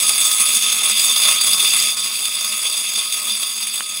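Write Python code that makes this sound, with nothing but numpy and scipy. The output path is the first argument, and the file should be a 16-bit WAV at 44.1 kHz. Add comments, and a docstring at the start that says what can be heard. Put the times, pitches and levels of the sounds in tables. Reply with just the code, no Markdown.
"""Spinning feeder outdoors

A stream of kernels rattles on an automatic feeder's metal spinner plate and housing, each impact
a short clack that sets the metal ringing. The flow thins about halfway. The same impacts make the
hollow hopper drone under the rattle. Thrown kernels patter on bare ground, a little air rumbles
at the microphone, and one dry knock sounds near the end."""
import sys
import numpy as np
from scipy import signal
from scipy.fft import rfft, irfft
from scipy.io import wavfile
from scipy.ndimage import uniform_filter1d

SR = 44100
rng = np.random.default_rng(int(sys.argv[2]) if len(sys.argv) > 2 else 0)


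def put_to_file(sound):
    """Save the sound as 16-bit audio at rate SR, in the file named by the first command-line argument."""
    columns = np.atleast_2d(sound).T  # one column per channel
    safe = np.clip(columns, -1, 1)
    whole_steps = np.round(safe * 32767)
    wavfile.write(sys.argv[1], SR, whole_steps.astype(np.int16))


N = 4 * SR
TIME, HZ = np.arange(N) / SR, np.fft.rfftfreq(N, 1 / SR)


def amp(db):
    """Decibels to gain."""
    return 10 ** (np.asarray(db) / 20)


def unit_rms(x):
    """Scales to rms 1."""
    return x / np.sqrt(np.mean(x ** 2) + 1e-20)


def curve(rows):
    """A time table's value at every sample."""
    return np.interp(TIME, *np.transpose(rows))


def spectrum_curve(rows):
    """A spectrum table's value at every frequency."""
    hz, value = np.transpose(rows)
    return np.interp(np.log(HZ + 1), np.log(hz + 1), value)


def add(mix, start_s, sound):
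    """Drops a sound into the mix."""
    part = mix[max(round(start_s * SR), 0):][:len(sound)]
    part += sound[:len(part)]


def colour(x, eq):
    """Minimum-phase EQ of unit energy: the table sets only the tone."""
    cepstrum = irfft(np.log(unit_rms(amp(spectrum_curve(eq)))), N)
    cepstrum[1:N // 2] *= 2
    cepstrum[N // 2 + 1:] = 0
    return irfft(rfft(x) * np.exp(rfft(cepstrum)), N)


def clicks(per_s, spread_db):
    """Random impacts of uneven size, rms 1."""
    size = amp(spread_db * np.minimum(rng.exponential(1, N), 3.5))
    return unit_rms(size * (rng.random(N) < per_s / SR))


def bursts(hits, t60_s, spots=8):
    """Each impact lands on one of several spots, each with its own dying noise burst; two versions."""
    t = TIME[:2048]
    spot = rng.integers(0, spots, N)
    dying_noise = rng.standard_normal((spots, 2, len(t))) * 1000 ** (-t / t60_s)
    spectra = rfft(dying_noise, 2 * len(t))
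    average = np.sqrt(np.mean(abs(spectra) ** 2, axis=0))
    shapes = irfft(spectra / average)[..., :len(t)]  # together the spots sound white
    return sum(signal.oaconvolve((hits * (spot == k))[None], shapes[k], axes=1)[:, :N]
               for k in range(spots))


def ring(hits, modes):
    """Each impact pushes every mode by a chance amount, set by where it lands; two versions."""
    ringing, chance = np.zeros((2, N)), rng.standard_normal((2, N))
    for hz, db, t60_s in modes:
        radius = 1000 ** (-1 / (t60_s * SR))
        gain = amp(db) * np.sqrt((1 - radius ** 2) / 2)
        feedback = [1, -2 * radius * np.cos(2 * np.pi * hz / SR), radius ** 2]
        push = hits * np.roll(chance, rng.integers(N), 1)
        ringing += signal.lfilter([gain, 0, -gain], feedback, push)
    return ringing


# Fader ride of the rumble: time_s, relative_db
AIR_LEVEL = [(0.0, -74), (0.47, -71), (0.56, -88), (0.83, -62), (0.9, -78), (1.53, -58), (2.38, -67),
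             (2.54, -98), (2.73, -71), (2.77, -90), (3.6, -83), (4.0, -60.5)]
# Dark tone of the air: freq_hz, relative_db
AIR_EQ = [(15, -10), (35, -12), (70, -5), (120, 1), (250, -1.5), (1000, -52)]


def air_rumble(trim_db=6):
    """Air at the microphone makes a faint, uneven low rumble."""
    return colour(rng.standard_normal((2, N)), AIR_EQ) * amp(trim_db + curve(AIR_LEVEL))


# Kernels landing close by: start_s, relative_db
CLOSE_LANDINGS = [(.159, -23), (.461, -27), (.817, -21), (1.195, -23), (1.241, -19), (1.279, -16),
                  (1.567, -22), (1.629, -22), (1.738, -22), (2.226, -28), (2.411, -24), (2.979, -21)]
# Dull tone of a landing on soil: freq_hz, relative_db
SOIL_EQ = [(50, -29), (150, -13), (450, 1), (1200, 3), (2000, -9), (5000, -7), (16000, -48)]


def ground_patter(flow_db, patter_trim_db=-31, close_trim_db=10):
    """Thrown kernels patter on dry soil, following the flow; a few land close by."""
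    hits = clicks(per_s=90, spread_db=5.5) * amp(patter_trim_db + flow_db)
    for start_s, db in CLOSE_LANDINGS:
        add(hits, start_s, amp([db + close_trim_db]))
    return colour(bursts(hits, t60_s=0.055), SOIL_EQ)


# Midrange tone of the knock: freq_hz, relative_db
KNOCK_EQ = [(60, -35), (500, -17), (850, -10), (1250, 2.5), (1800, -2), (2200, -9), (3000, 0), (3800, -20),
            (6000, -40), (16000, -60)]


def knock(start_s=3.8071, peak_db=-9.5):
    """One dead tap, a cycle or two long."""
    tap = colour(np.arange(N) == round(start_s * SR), KNOCK_EQ)
    return amp(peak_db) * tap / abs(tap).max()


# Hollow resonances of the hopper: pitch_hz, gain_db, t60_s
HOPPER_MODES = [(214.5, -33.5, 0.19), (213, -47, 0.27), (391, -43, 0.2), (612.6, -36, 0.27),
                (991, -45, 0.049)]


def hopper_drone(hits):
    """The kernels' impacts keep the hopper's low modes sounding."""
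    return ring(hits, HOPPER_MODES)


# Flow of feed over the spinner: time_s, level_db
FEED_FLOW = [(0.0, -15), (0.2, -16.5), (0.21, -12.5), (0.37, -17.5), (0.42, -13.5), (0.43, -17),
             (0.58, -14), (0.59, -16), (0.88, -16), (0.9, -11), (0.93, -19), (1.02, -12.5), (1.11, -15),
             (1.15, -18.5), (1.17, -14.5), (1.31, -12.5), (1.37, -18), (1.48, -14.5), (1.5, -16),
             (1.54, -12), (1.56, -19), (1.61, -14.5), (1.85, -16), (1.94, -21.5), (1.96, -24.5),
             (1.97, -20.5), (2.52, -21), (2.53, -18.5), (2.61, -23.5), (2.65, -19), (2.91, -22),
             (3.01, -19.5), (3.1, -24.5), (3.13, -20), (3.25, -21.5), (3.3, -17.5), (3.36, -23),
             (3.44, -22.5), (3.58, -23.5), (3.61, -22.5), (3.73, -25), (3.74, -21), (3.84, -26),
             (4.0, -24.5)]
# Hard strikes on the plate: start_s, relative_db
HARD_STRIKES = [(0.0925, 8), (0.2048, -20), (0.382, 0), (0.4702, -12), (0.569, 2.5), (0.634, -20),
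                (0.8964, -2), (0.996, 2), (1.1607, 4.5), (1.2185, 0), (1.296, -13), (1.4111, 4.5),
                (1.468, -4), (1.533, 1), (1.6017, 4.5), (1.6515, -5), (1.7347, 5), (1.9719, -3),
                (2.0575, -2), (2.253, 2), (2.445, 0), (2.5239, -9), (2.986, -9), (3.1231, -1),
                (3.2713, -10), (3.4282, -2), (3.6095, -2), (3.6684, -2)]


def kernel_stream(clump_hz=70, clump_db=1.33, strike_trim_db=6.5, chatter_s=0.004):
    """Kernels reach the spinner in loose clumps; now and then one strikes hard and chatters."""
    slow_band = (HZ > 5) / (1 + (HZ / clump_hz) ** 2)
    clumps = unit_rms(irfft(rfft(rng.standard_normal(N)) * slow_band, N))
    kernels = clicks(per_s=3800, spread_db=2) * amp(clump_db * clumps)
    hits = unit_rms(kernels) * amp(curve(FEED_FLOW))
    for start_s, db in HARD_STRIKES:
        delays_s = chatter_s * np.sort(rng.random(size=4))
        delays_s[0] = 0  # the first contact is on time
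        for delay_s in delays_s:
            add(hits, start_s + delay_s, amp([db + strike_trim_db]) / 2)
    return hits


# Depth of the notches between the metal's peaks: time_s, depth_fraction
NOTCH_DEPTH = [(0, 0.4), (3.4, 0.67), (3.8, .65), (4, .7)]


def hollow_out(metal, notches_hz=(6090, 7540, 8420, 9810, 12000), width_hz=190):
    """As the feed runs thin, the ring hollows out between its peaks."""
    notches = sum(np.exp(-((HZ - hz) / width_hz) ** 2) for hz in notches_hz)
    return metal - curve(NOTCH_DEPTH) * irfft(rfft(metal) * notches, N)


# Tilt of the treble over the mids: time_s, tilt_db
TREBLE_TILT = [(0, -0.5), (.37, 3), (.45, 1.5), (.58, 1.5), (.64, -1), (.72, -3), (1.08, 1), (1.14, -0.5),
               (1.2, 0), (1.32, -2), (1.39, -1.5), (1.46, 4), (1.55, -1), (1.7, -1.5), (1.85, 0),
               (2.6, -.5), (3.3, 0.5), (3.65, 0.5), (4, -1)]
# Ride on one narrow band of the ring: time_s, gain_db
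BAND_SWELL = [(0, -0.5), (.8, -7), (1.05, 2.5), (1.3, 1.5), (1.5, 0), (1.75, 0.5), (2.2, -0.5), (2.7, 0),
              (3.05, -0.5), (3.5, 1.5), (3.65, 2), (4, -1.5)]


def drift_tone(metal, crossover_hz=6000, swell_hz=4780, width_hz=260):
    """The treble drifts against the mids while one narrow band dips and swells."""
    spectrum = rfft(metal)
    mids = irfft(spectrum / (1 + (HZ / crossover_hz) ** 10), N)
    treble = metal - mids
    band = irfft(spectrum * np.exp(-((HZ - swell_hz) / width_hz) ** 2), N)
    swell = band * (amp(curve(BAND_SWELL)) - 1)
    tilt = amp(curve(TREBLE_TILT) / 2)
    return (mids + swell) / tilt + treble * tilt


def wander(metal, depth_db=1.5, patch_bins=14, patch_frames=5):
    """The spot where the stream lands wanders, so each part of the spectrum waxes and wanes."""
    frames = signal.stft(metal, nperseg=512)[2]
    patches = rng.standard_normal(frames.shape[1:])
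    for _ in range(2):
        patches = uniform_filter1d(patches, patch_bins, axis=0)
        patches = uniform_filter1d(patches, patch_frames, axis=1)
    gain = unit_rms(amp(depth_db * unit_rms(patches)))
    return signal.istft(frames * gain, nperseg=512)[1][:, :N]


# Bright tone of a kernel's clack: freq_hz, relative_db
CLACK_EQ = [(40, -69), (100, -39), (170, -45.5), (300, -27), (600, -26), (900, -22.5), (1190, -14.5),
            (1500, -21), (1900, -18.5), (2150, -10.5), (2400, -8), (2630, -2.5), (2900, -12), (3080, -20),
            (3300, -4.5), (3520, 2), (3800, -12), (4450, -10), (4850, -3.5), (5200, -13.5), (5950, -12),
            (6300, -9.5), (6650, -5), (7000, -8.5), (7300, -12.5), (7650, -11.5), (7950, -5), (8450, -5),
            (9000, -3), (9650, -13), (10050, -1.5), (10400, 0), (10900, -14), (11900, -16), (12700, -14),
            (15700, -14.5)]
# Ringing modes of plate and housing: pitch_hz, relative_db, t60_s
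METAL_MODES = [(1097, -29.5, .28), (1256, -26, .24), (2050, -31, .12), (2480, -27, .08), (2815, -28, .1),
               (3134, -25.5, .25), (3394, -16.5, .12), (3554, -11.5, .07), (4672, -17, .18),
               (4903, -15.5, .11), (5545, -27, .06), (6126, -25, .15), (6433, -17.5, .13),
               (6510, -22.5, .1), (6966, -22, .07), (7936, -17, .07), (8180, -25, .08), (8500, -25, .08),
               (8947, -18, .09), (9055, -19, .08), (9424, -20.5, .12), (9588, -23.5, .12), (9902, -21, .11),
               (10059, -19, .1), (10360, -20, .06), (13620, -31, .06), (14570, -28, .06)]


def spinner_rattle(hits, clack_db=-1.37, ring_db=1.5):
    """Each kernel clacks on the metal and sets the plate and housing ringing."""
    clacks = amp(clack_db) * colour(bursts(hits, t60_s=0.012), CLACK_EQ)
    ringing = amp(ring_db) * ring(hits, METAL_MODES)
    return wander(drift_tone(hollow_out(clacks + ringing)))


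# Stereo width across the spectrum: freq_hz, side_gain_db
STEREO_WIDTH = [(50, -4), (120, -7), (220, -17), (400, -21.5), (680, -8), (950, -17), (1200, -48),
                (1550, -41), (2050, -26), (2700, -15.5), (3000, -20), (3150, -10), (3400, -14),
                (3900, -13.5), (4800, -36), (5700, -31), (6600, -40.5), (7700, -29), (8170, -10.5),
                (8450, 0), (9100, -25), (9400, -13), (9590, 0), (9850, -20.5), (11500, -18), (13600, -10.5),
                (14200, -18), (14550, -8), (15200, -15)]
# Part of the side signal that leans the image right: time_s, lean_fraction
RIGHT_LEAN = [(0, .5), (.8, .5), (1.2, 0.4), (3, 0.32), (4, 0.26)]


def close_pair(mid, decorrelated, right_lead=0.25):
    """Two close microphones hear almost the same sound, the right a little louder and earlier."""
    lean = curve(RIGHT_LEAN)
    diffuse = np.sqrt(np.maximum(1 - lean ** 2 - right_lead ** 2, 0))
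    side_spectrum = rfft(diffuse * decorrelated - lean * mid) - 1j * right_lead * rfft(mid)
    side = irfft(amp(spectrum_curve(STEREO_WIDTH)) * side_spectrum, N)
    return np.array([mid + side, mid - side])


def scene(low_cut_hz=130):
    """Rattle, drone and patter, without deep bass, over the air; the knock sits dead centre."""
    hits = kernel_stream()
    feeder = spinner_rattle(hits) + hopper_drone(hits) + ground_patter(curve(FEED_FLOW))
    low_cut = signal.butter(4, low_cut_hz, "high", fs=SR, output="sos")
    mid, decorrelated = signal.sosfilt(low_cut, feeder) + air_rumble()
    return close_pair(mid, decorrelated) + knock()


def record(dry, ceiling=0.88, high_cut_hz=15780):
    """A soft clip rounds off the highest peaks, then a steep high cut trims the top."""
    rounded = dry / (1 + (dry / ceiling) ** 8) ** (1 / 8)
    high_cut = signal.firwin(1023, high_cut_hz, window=("kaiser", 9), fs=SR)
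    return signal.oaconvolve(rounded, high_cut[None], "same")


dry = scene()
out = record(dry)
put_to_file(out)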